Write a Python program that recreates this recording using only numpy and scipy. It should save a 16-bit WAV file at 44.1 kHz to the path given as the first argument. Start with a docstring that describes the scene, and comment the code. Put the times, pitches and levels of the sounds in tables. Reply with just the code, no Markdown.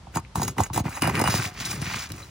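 """A flat steel pry bar is jabbed under asphalt shingles, rips their tar seal and slides on, outdoors.
Each knock crosses the wooden roof deck as a bending wave, treble first, thud last.
Mineral grit scratches the blade and rings it; granules shatter, then crunch once the seal gives.
The tearing seal crackles and twangs the bar; the dragging bar shakes the deck."""
import sys
import numpy as np
from scipy import signal
from scipy.fft import rfft, irfft
from scipy.io import wavfile

SR = 44100
rng = np.random.default_rng(int(sys.argv[2]) if len(sys.argv) > 2 else 0)


def unload_audio(sound):
    """Save the sound as a 16-bit wav file, at the path given as the first command line argument."""
    columns = np.transpose(np.atleast_2d(sound))
    # keep every value between -1 and 1, then stretch to whole-number steps
    steps = np.round(np.clip(columns, -1, 1) * 32767)
    wavfile.write(sys.argv[1], SR, steps.astype(np.int16))


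N = 101429
TIME_S = np.arange(N) / SR
FREQ_HZ = np.fft.rfftfreq(2 * N, 1 / SR)
RIP_START_S, RIP_FREE_S = 1.0, 1.3  # bar bent under the seal
TRAVEL_S = 0.0044  # bending-wave delay at 1 kHz


def amp(db):
    return 10 ** (np.asarray(db) / 20)


def unit_rms(x):
    return x / np.sqrt(np.mean(x ** 2) + 1e-20)


def over_freq(table):
    """Table interpolated over log frequency."""
    hz, value = np.transpose(table)
    return np.interp(np.log(FREQ_HZ + 1), np.log(hz), value)


def filtered(x, gain):
    """Complex gain per frequency."""
    return irfft(rfft(x, 2 * N) * gain)[:N]


def colour(table):
    """Spectrum table as a filter gain of rms 1."""
    return unit_rms(amp(over_freq(table)))


def add(mix, start_s, sound):
    part = mix[max(round(start_s * SR), 0):][:len(sound)]
    part += sound[:len(part)]


def ring(modes):
    """Tap response of damped modes."""
    t = np.arange(SR // 4) / SR
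    return sum(amp(db - 60 * t / t60_s) * np.cos(2 * np.pi * hz * t) for hz, db, t60_s in modes)


def wander(per_s):
    """Random curve, per_s new values a second."""
    knots = rng.standard_normal(2 ** 8)
    return np.interp(TIME_S * per_s, np.arange(len(knots)), knots)


def grains(per_s, spread_db, slip_hz, slip_db):
    """Random clicks of uneven size, clumped by stick and slip."""
    size = amp(spread_db * np.minimum(rng.exponential(1, N), 4))
    clicks = size * rng.choice([-1, 1], N) * (rng.random(N) < per_s / SR)
    slip_band = FREQ_HZ / slip_hz / (1 + (FREQ_HZ / slip_hz) ** 4)
    slips = unit_rms(filtered(rng.standard_normal(N), slip_band))
    return unit_rms(clicks * amp(slip_db * slips))


def envelope(strokes, column, edge_s=0.0014):
    """Gain from one level column, fading outside each stroke."""
    gain = np.zeros(N)
    for stroke in strokes:
        times_s, db = np.transpose(stroke)[[0, column]]
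        outside_s = np.maximum(np.maximum(times_s[0] - TIME_S, TIME_S - times_s[-1]), 0)
        gain = np.maximum(gain, amp(np.interp(TIME_S, times_s, db)) * np.exp(-outside_s / edge_s))
    return gain


# background spectrum: f/Hz, level/dB
AIR_SPECTRUM = [(25, -9.5), (55, 3), (90, -2), (200, -13.5), (450, -24), (850, -22), (2000, -30.5),
                (5000, -34), (10000, -44.5), (16000, -68)]


def air():
    """Faint outdoor background, alike on both sides in the bass."""
    gain = amp(over_freq(AIR_SPECTRUM))
    shared, apart = (unit_rms(filtered(noise, gain)) for noise in rng.standard_normal((2, N)))
    apart = filtered(apart, FREQ_HZ / (FREQ_HZ + 900))
    return amp(-45) * np.array([shared + apart, shared - apart])


def bending(hz, travel_s):
    """Deck dispersion: delay travel_s at 1 kHz, proportional to 1/sqrt(f)."""
    return np.exp(-4j * np.pi * travel_s * np.sqrt(1000 * hz))


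def chirp(centre_hz, octaves, travel_s):
    """A tap after crossing the deck: falling chirp, peak 1."""
    hz = np.fft.rfftfreq(2 ** 13, 1 / SR) + 1
    rolloff = (1 + (np.log2(hz / centre_hz) / octaves) ** 2 / 2) ** 2
    wave = irfft(bending(hz, travel_s) / rolloff)
    return wave / abs(wave).max()


# low deck modes: f/Hz, level/dB, t60/s
DECK_MODES = [(103.4, -5.5, 0.45), (115, -6, 0.074), (164, -21, 0.086), (270, -0.5, 0.072),
              (316.7, 16.5, 0.07)]
# deck colouring of a knock: f/Hz, level/dB
DECK_RESPONSE = [(330, 0), (490, -4), (700, -1), (900, 2), (1200, 0)]
# knocks: t/s, clack level/dB, clack f/Hz, thud level/dB, thud f/Hz
DECK_KNOCKS = [(0.069, -30.5, 775, -42.5, 86), (0.158, -14.5, 850, -24, 150), (0.17, -11, 965, -28.5, 226),
               (0.183, -26, 960, -33.5, 101), (0.249, -34.5, 2070, -62, 175), (0.355, -12, 934, -37.5, 146),
               (0.371, -20.5, 930, -28, 83), (0.396, -18, 890, -28, 146), (0.418, -13.5, 850, -47, 121),
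               (0.48, -20.5, 980, -32.5, 106), (0.567, -28, 920, -39, 162), (0.583, -12.5, 900, -24, 149),
               (0.593, -13, 870, -24, 262), (0.602, -6, 860, -23.5, 104), (0.7, -21.5, 910, -31.5, 95.5),
               (0.76, -19, 814, -40, 90), (0.776, -9, 840, -31, 126), (0.8, -18, 720, -23.5, 113),
               (0.853, -19.5, 820, -23.5, 121), (0.88, -20.5, 970, -33, 130), (0.971, -21, 890, -65, 95),
               (1.023, -14, 880, -22, 226), (1.034, -15.5, 1830, -39, 80.7), (1.041, -14, 770, -36.5, 91.5),
               (1.054, -18, 1490, -31, 93), (1.074, -9.5, 650, -23, 134), (1.097, -17, 840, -27, 86.5),
               (1.153, -14, 1990, -35, 161), (1.199, -12, 795, -45, 99.6), (1.215, -11.5, 704, -18, 244),
               (1.239, -10.5, 810, -29, 157), (1.255, -17, 690, -24.5, 89), (1.275, -7.5, 1120, -39, 80.7),
               (1.283, -13.5, 820, -21, 127), (1.339, -12, 656, -21.5, 118), (1.422, -17, 1640, -47, 124),
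               (1.453, -17, 1910, -30.5, 96), (1.815, -27.5, 785, -25, 109), (1.867, -22, 1980, -30, 116),
               (2.102, -27.5, 1470, -34.5, 189), (2.14, -33.5, 1390, -42, 199),
               (2.201, -32.5, 1090, -44, 150)]


def knocks(lead_s=0.00186, echo_rise_s=0.0063, echo_t60_s=0.1):
    """Quick clack with scattered echoes, then a slower thud that rings the deck."""
    out, deck = np.zeros(N), ring(DECK_MODES)
    for start_s, clack_db, clack_hz, thud_db, thud_hz in DECK_KNOCKS:
        ripping = start_s > RIP_START_S  # from here: wider clack band, lighter thud
        clack = chirp(clack_hz, octaves=0.7 if ripping else 0.42, travel_s=TRAVEL_S)
        t = np.arange(len(clack)) / SR
        echoes = rng.standard_normal(len(t)) * amp(-60 * t / echo_t60_s) * np.minimum(t / echo_rise_s, 1)
        clack += amp(-9.5) * signal.fftconvolve(clack, echoes / np.linalg.norm(echoes))[:len(t)]
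        thud = chirp(thud_hz, octaves=0.86, travel_s=0.004627)
        boom = signal.fftconvolve(thud, deck)[:len(t)]
        thud += amp(-16) * boom / abs(boom).max()
        thud *= amp(thud_db + (3 if ripping else 5.5))
        add(out, start_s - lead_s, amp(clack_db - 5) * clack + thud)
    return filtered(out, amp(over_freq(DECK_RESPONSE)))


# bar modes: f/Hz, jabbing level/dB, bent level/dB, sliding level/dB, t60/s
BAR_MODES = [(2888, -16, -1, -17, .09), (3930, -4, -6, -1, .03), (4985, -7, -1, -2, .035),
             (5315, -11, -6, -5, .035), (5705, -8, -13, -5, .025), (6645, 1, -4, -7, .045),
             (7250, -11, -14, -5, .03), (7970, 2, -8, -6, .028), (8735, -5, 0, -2, .035),
             (9422, -7, 3, 0, .035), (10350, 5, -3, -1, .03), (10950, 5, 8, 5, .02),
             (11850, -1, -3, -2, .013), (12220, 1, -7, -7, .013), (13450, -4, -7, -6, .02),
             (14350, -2, -3, -1, .015), (15310, 1, -2, 3, .018)]
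JABBING, BENT, SLIDING = 1, 2, 3


def steel(force, column, contacts_per_s=40, detune=0.004, swing_db=3):
    """Driven bar modes; the shifting contact varies the pitch and strength of each."""
    out, power = np.zeros(N), 0
    for mode in BAR_MODES:
        gain, pole = amp(mode[column]), amp(-60 / (mode[-1] * SR))
        hz = mode[0] * (1 + detune * wander(contacts_per_s))
        phasor = np.exp(2j * np.pi * np.cumsum(hz) / SR)
        drive = force * unit_rms(amp(swing_db * wander(contacts_per_s)))
        out += gain * (phasor * signal.lfilter([1], [1, -pole], drive / phasor + 1e-18)).real
        power += gain ** 2 / (2 * (1 - pole ** 2))
    return out / np.sqrt(power)


# bar strokes, one curve each: t/s, grit level/dB, shingle level/dB, rumble level/dB
JAB_STROKES = [
    [(0.12, -62, -63, -60), (0.143, -50, -45, -44), (0.155, -30, -30.5, -37), (0.173, -48, -36, -19.5),
     (0.2, -44, -52, -42)],
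    [(0.35, -46, -51, -49), (0.356, -34.5, -45.5, -27.5), (0.438, -42, -38.5, -22),
     (0.468, -41.5, -52, -29.5), (0.482, -31.5, -35, -26.5), (0.52, -50.5, -66, -32.5),
     (0.555, -84, -77, -47)],
    [(0.56, -73, -80, -42), (0.582, -48, -25.5, -27.5), (0.6, -63, -47, -12), (0.61, -40, -39.5, -18),
     (0.66, -41.5, -36.5, -43), (0.67, -41, -63, -41), (0.69, -62, -88, -70)],
    [(0.725, -86, -72, -38), (0.733, -28.5, -41.5, -34), (0.771, -37, -33, -20), (0.777, -31, -31, -18.5),
     (0.805, -33, -42.5, -24), (0.83, -79, -75, -59)],
    [(0.84, -57, -47.5, -30.5), (0.864, -59, -33.5, -21.5), (0.896, -37, -42.5, -36),
     (0.926, -38, -39.5, -64), (0.974, -34.5, -34.5, -43), (1.0, -49.5, -45, -72), (1.015, -44, -41, -56)],
    [(2.09, -34, -48, -47), (2.116, -41, -56, -34.5), (2.198, -35, -43, -41.5), (2.3, -45, -59.5, -58)],
]
RIP_STROKES = [
    [(1.018, -44, -22, -52), (1.02, -48.5, -29, -24), (1.098, -47, -32, -20.5), (1.126, -70, -41, -24.5),
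     (1.15, -45.5, -26, -20), (1.192, -46, -33, -20.5), (1.222, -43, -27, -19), (1.232, -52, -55, -23),
     (1.24, -43.5, -33.5, -33), (1.368, -24, -32, -26), (1.404, -36, -35, -26.5), (1.45, -29.5, -35, -49),
     (1.474, -36, -44, -42), (1.525, -60, -50.5, -41), (1.548, -49, -60, -55)],
]
SLIDE_STROKES = [
    [(1.545, -66, -46, -48), (1.611, -32.5, -37, -37.5), (1.645, -43.5, -39.5, -46.5),
     (1.657, -31.5, -37, -34), (1.685, -38, -38.5, -40), (1.713, -30, -37, -34), (1.799, -51, -46.5, -32),
     (1.821, -38.5, -39, -34.5), (1.917, -38.5, -32, -45), (1.969, -33, -35.5, -32.5),
     (2.04, -34.5, -40, -70), (2.08, -47, -47.5, -63)],
]
GRIT, SHINGLE, RUMBLE = 1, 2, 3
# blade catching on grit: t/s, level/dB
GRIT_CATCHES = [(0.157, -26), (0.1695, -24.5), (0.3571, -26), (0.4174, -23), (0.4304, -17.5), (0.4339, -26),
                (0.4482, -26), (0.4798, -21.5), (0.5816, -24), (0.6054, -23), (0.6345, -24), (0.7327, -36),
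                (0.7602, -23), (0.775, -20), (1.0211, -22), (1.1528, -36), (1.1935, -24), (1.214, -22),
                (1.2401, -28), (1.2986, -23.5), (1.654, -19.5), (1.8168, -26), (2.1191, -20)]
# scratch spectrum: f/Hz, level/dB
GRIT_SPECTRUM = [(800, -8), (2200, -1), (3400, -6), (4400, -3), (5800, 1), (7200, 0.5), (8500, -4.5),
                 (10000, 1.5), (11200, -39), (12200, -47), (13000, -11), (15200, -6), (16000, 8.5)]
# blade's freedom to ring: t/s, level/dB
RING_FREEDOM = [(0.15, 4.5), (0.8, 5), (0.92, 0.5), (1.03, 10.5), (1.27, 8), (1.36, -4), (1.7, -1.5),
                (2.0, -9.5)]


def blade(catch_decay_s=0.0025):
    """Grit scratches and catches on the steel, which rings less the deeper it lies under the shingles."""
    jabs = envelope(JAB_STROKES, GRIT) * grains(per_s=5700, spread_db=0, slip_hz=88.5, slip_db=1.5)
    rip = envelope(RIP_STROKES, GRIT) * grains(per_s=9600, spread_db=5, slip_hz=68.4, slip_db=2)
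    slide = envelope(SLIDE_STROKES, GRIT) * grains(per_s=9900, spread_db=2.5, slip_hz=44.3, slip_db=1.5)
    scratch = amp(-8) * jabs + amp(-1.5) * (rip + slide)
    catches, t = np.zeros(N), np.arange(SR // 50) / SR
    for start_s, db in GRIT_CATCHES:
        add(catches, start_s, amp(db - 10.5) * np.exp(-t / catch_decay_s) * rng.standard_normal(len(t)))
    freedom = amp(np.interp(TIME_S, *np.transpose(RING_FREEDOM)))
    drive = freedom * (scratch + amp(6) * catches)
    jabbing, sliding = TIME_S < RIP_START_S, TIME_S > RIP_FREE_S
    bent = ~(jabbing | sliding)
    ringing = steel(drive * jabbing, JABBING) + steel(drive * bent, BENT) + steel(drive * sliding, SLIDING)
    return filtered(scratch + catches, colour(GRIT_SPECTRUM)) + ringing


# snap spectrum: f/Hz, level/dB
SNAP_SPECTRUM = [(150, -7), (330, 1.5), (500, -3), (850, 3), (1300, 3.5), (2400, 0.5), (2900, -6),
                 (3400, -25), (7000, -54)]
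# rasp spectrum: f/Hz, level/dB
RASP_SPECTRUM = [(200, 7.5), (330, -13), (500, -12), (680, 2.5), (1500, 4.5), (2300, 6.5), (3400, -7),
                 (7000, -14)]


def shingle():
    """Tar and felt give way in small snaps that cross the deck; the sliding bar only rasps."""
    jabs = envelope(JAB_STROKES, SHINGLE) * grains(per_s=2500, spread_db=2.5, slip_hz=69.4, slip_db=3)
    rip = envelope(RIP_STROKES, SHINGLE) * grains(per_s=660, spread_db=1, slip_hz=106, slip_db=1)
    rasp = envelope(SLIDE_STROKES, SHINGLE) * grains(per_s=5500, spread_db=3, slip_hz=57, slip_db=3)
    snaps = amp(-2.5) * jabs + amp(0.5) * rip
    deck = bending(FREQ_HZ, TRAVEL_S)
    return filtered(snaps, colour(SNAP_SPECTRUM) * deck) + filtered(rasp, colour(RASP_SPECTRUM) * deck)


# deck rumble spectrum: f/Hz, level/dB
RUMBLE_SPECTRUM = [(25, -43), (40, -50), (55, -32), (72, -15), (95, 3), (140, -1.5), (220, -9.5),
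                   (350, -9.5), (600, -24), (2000, -37.5)]


def rumble():
    """The dragging bar shakes the deck."""
    gain = (amp(-5.5) * envelope(JAB_STROKES, RUMBLE) + amp(-5) * envelope(RIP_STROKES, RUMBLE)
            + amp(-2) * envelope(SLIDE_STROKES, RUMBLE))
    return filtered(gain * rng.standard_normal(N), colour(RUMBLE_SPECTRUM))


# shattering granules: t/s, level/dB
GRANULE_TICKS = [(0.157, -37), (0.3572, -24), (0.4795, -21.5), (0.6345, -29), (0.736, -32), (0.7602, -27),
                 (1.0211, -23), (1.097, -32), (2.1195, -25), (2.164, -37)]
# tick spectrum: f/Hz, level/dB
TICK_SPECTRUM = [(1200, -8), (2400, 2), (4800, -2), (6800, 1), (9000, -2), (15000, -4)]


def ticks(decay_s=0.0016):
    """Granules shatter under the steel: dry, bright bursts, independent per channel."""
    out, t = np.zeros((2, N)), np.arange(SR // 100) / SR
    for start_s, db in GRANULE_TICKS:
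        for channel in out:
            add(channel, start_s, amp(db) * np.exp(-t / decay_s) * rng.standard_normal(len(t)))
    return np.array([filtered(channel, amp(over_freq(TICK_SPECTRUM))) for channel in out])


# single notes of the released bar: t/s, f/Hz, level/dB, t60/s
RELEASE_NOTES = [(1.465, 727, -37, .25), (2.102, 2890, -49.5, .2), (2.228, 4010, -38.5, 0.065)]


def twang():
    """Each snap of the seal twangs the bent bar until it comes free; it rings faintly as it is let go."""
    taps = np.zeros(N)
    for start_s, clack_db, *_ in DECK_KNOCKS:
        if RIP_START_S < start_s < RIP_FREE_S:
            add(taps, start_s, amp([clack_db + 4.5]))
    out = steel(taps, BENT)
    for start_s, *mode in RELEASE_NOTES:
        add(out, start_s, ring([mode]))
    return out


# crunch envelope: t/s, level/dB
CRUNCH_STROKE = [(1.298, -36), (1.365, -35), (1.39, -40), (1.465, -40), (1.52, -62), (1.61, -36),
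                 (1.644, -45), (1.654, -33.5), (1.69, -46), (1.79, -48), (1.86, -41.5), (2.03, -38.5),
                 (2.075, -49)]
# loose-granule spectrum: f/Hz, level/dB
GRANULE_SPECTRUM = [(1500, -7), (3000, 2), (3900, 4), (5800, 5.5), (7200, 0.5), (8200, -25), (10000, -28)]


def crunch():
    """Once the seal gives, the blade ploughs through loose granules in gritty clumps."""
    clicks = grains(per_s=3000, spread_db=3.5, slip_hz=90, slip_db=2.5)
    return amp(-1) * filtered(envelope([CRUNCH_STROKE], column=1) * clicks, colour(GRANULE_SPECTRUM))


# left port's lead, before the bass taper: f/Hz, phase/rad
LEFT_LEAD = [(250, 0), (580, -1.1), (950, -.7), (1400, 0), (2000, -.1), (2500, -1.1), (3400, .1), (4400, 0),
             (5100, -1.5), (6100, -.6), (7800, -2), (9300, -2.1), (10000, -2.6), (11000, -2.75),
             (11600, -3.12), (13300, -3.2), (14300, -3.7), (15300, -4.1)]
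# roof scatter spectrum: f/Hz, level/dB
ROOF_SCATTER = [(150, -20), (600, -5), (2000, 0), (5000, 4), (8000, -2), (11500, -18), (15000, -8)]


def ports(x, balance, scatter_db, scatter_t60_s):
    """Two microphone ports: opposite tilts in level and phase, plus scatter off the roof."""
    bass_taper = np.minimum(FREQ_HZ / 400, 1) ** 2
    left = amp(over_freq(balance) / 2) * np.exp(0.5j * bass_taper * over_freq(LEFT_LEAD))
    t = np.arange(SR // 4) / SR
    tails = rng.standard_normal((2, len(t))) * amp(-60 * t / scatter_t60_s)
    scatter = amp(scatter_db + over_freq(ROOF_SCATTER))
    return np.array([filtered(x, direct + scatter * rfft(tail / np.linalg.norm(tail), 2 * N))
                     for direct, tail in zip((left, 1 / left), tails)])


# knocks, left minus right: f/Hz, level/dB
KNOCK_BALANCE = [(300, .5), (480, -13), (650, -13.5), (900, -10), (1200, 12.5), (1700, -13.5), (2400, 22),
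                 (4000, -8)]
# scrape, left minus right: f/Hz, level/dB
SCRAPE_BALANCE = [(350, 0.6), (750, -3.5), (1100, -7), (1600, -1), (2000, 4), (2600, -6), (3300, -3.5),
                  (4000, 0), (5600, 4), (6200, 3), (6650, -8.5), (7300, 2.5), (15000, 4.5)]


def scene():
    """Knocks, scrape and ticks in stereo over outdoor air."""
    scrape = blade() + twang() + crunch() + shingle() + rumble()
    return (ports(knocks(), KNOCK_BALANCE, scatter_db=-4, scatter_t60_s=0.08)
            + ports(scrape, SCRAPE_BALANCE, scatter_db=-10, scatter_t60_s=0.06) + ticks() + air())


def record(dry):
    """Low cut and band limit."""
    low_cut_hz, high_cut_hz = 54, 15850
    highpass = signal.butter(4, low_cut_hz, "high", fs=SR, output="sos")
    lowpass = signal.firwin(301, high_cut_hz, window=("kaiser", 8), fs=SR)
    return signal.oaconvolve(signal.sosfilt(highpass, dry), lowpass[None], "same")


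dry = scene()
out = record(dry)
unload_audio(out)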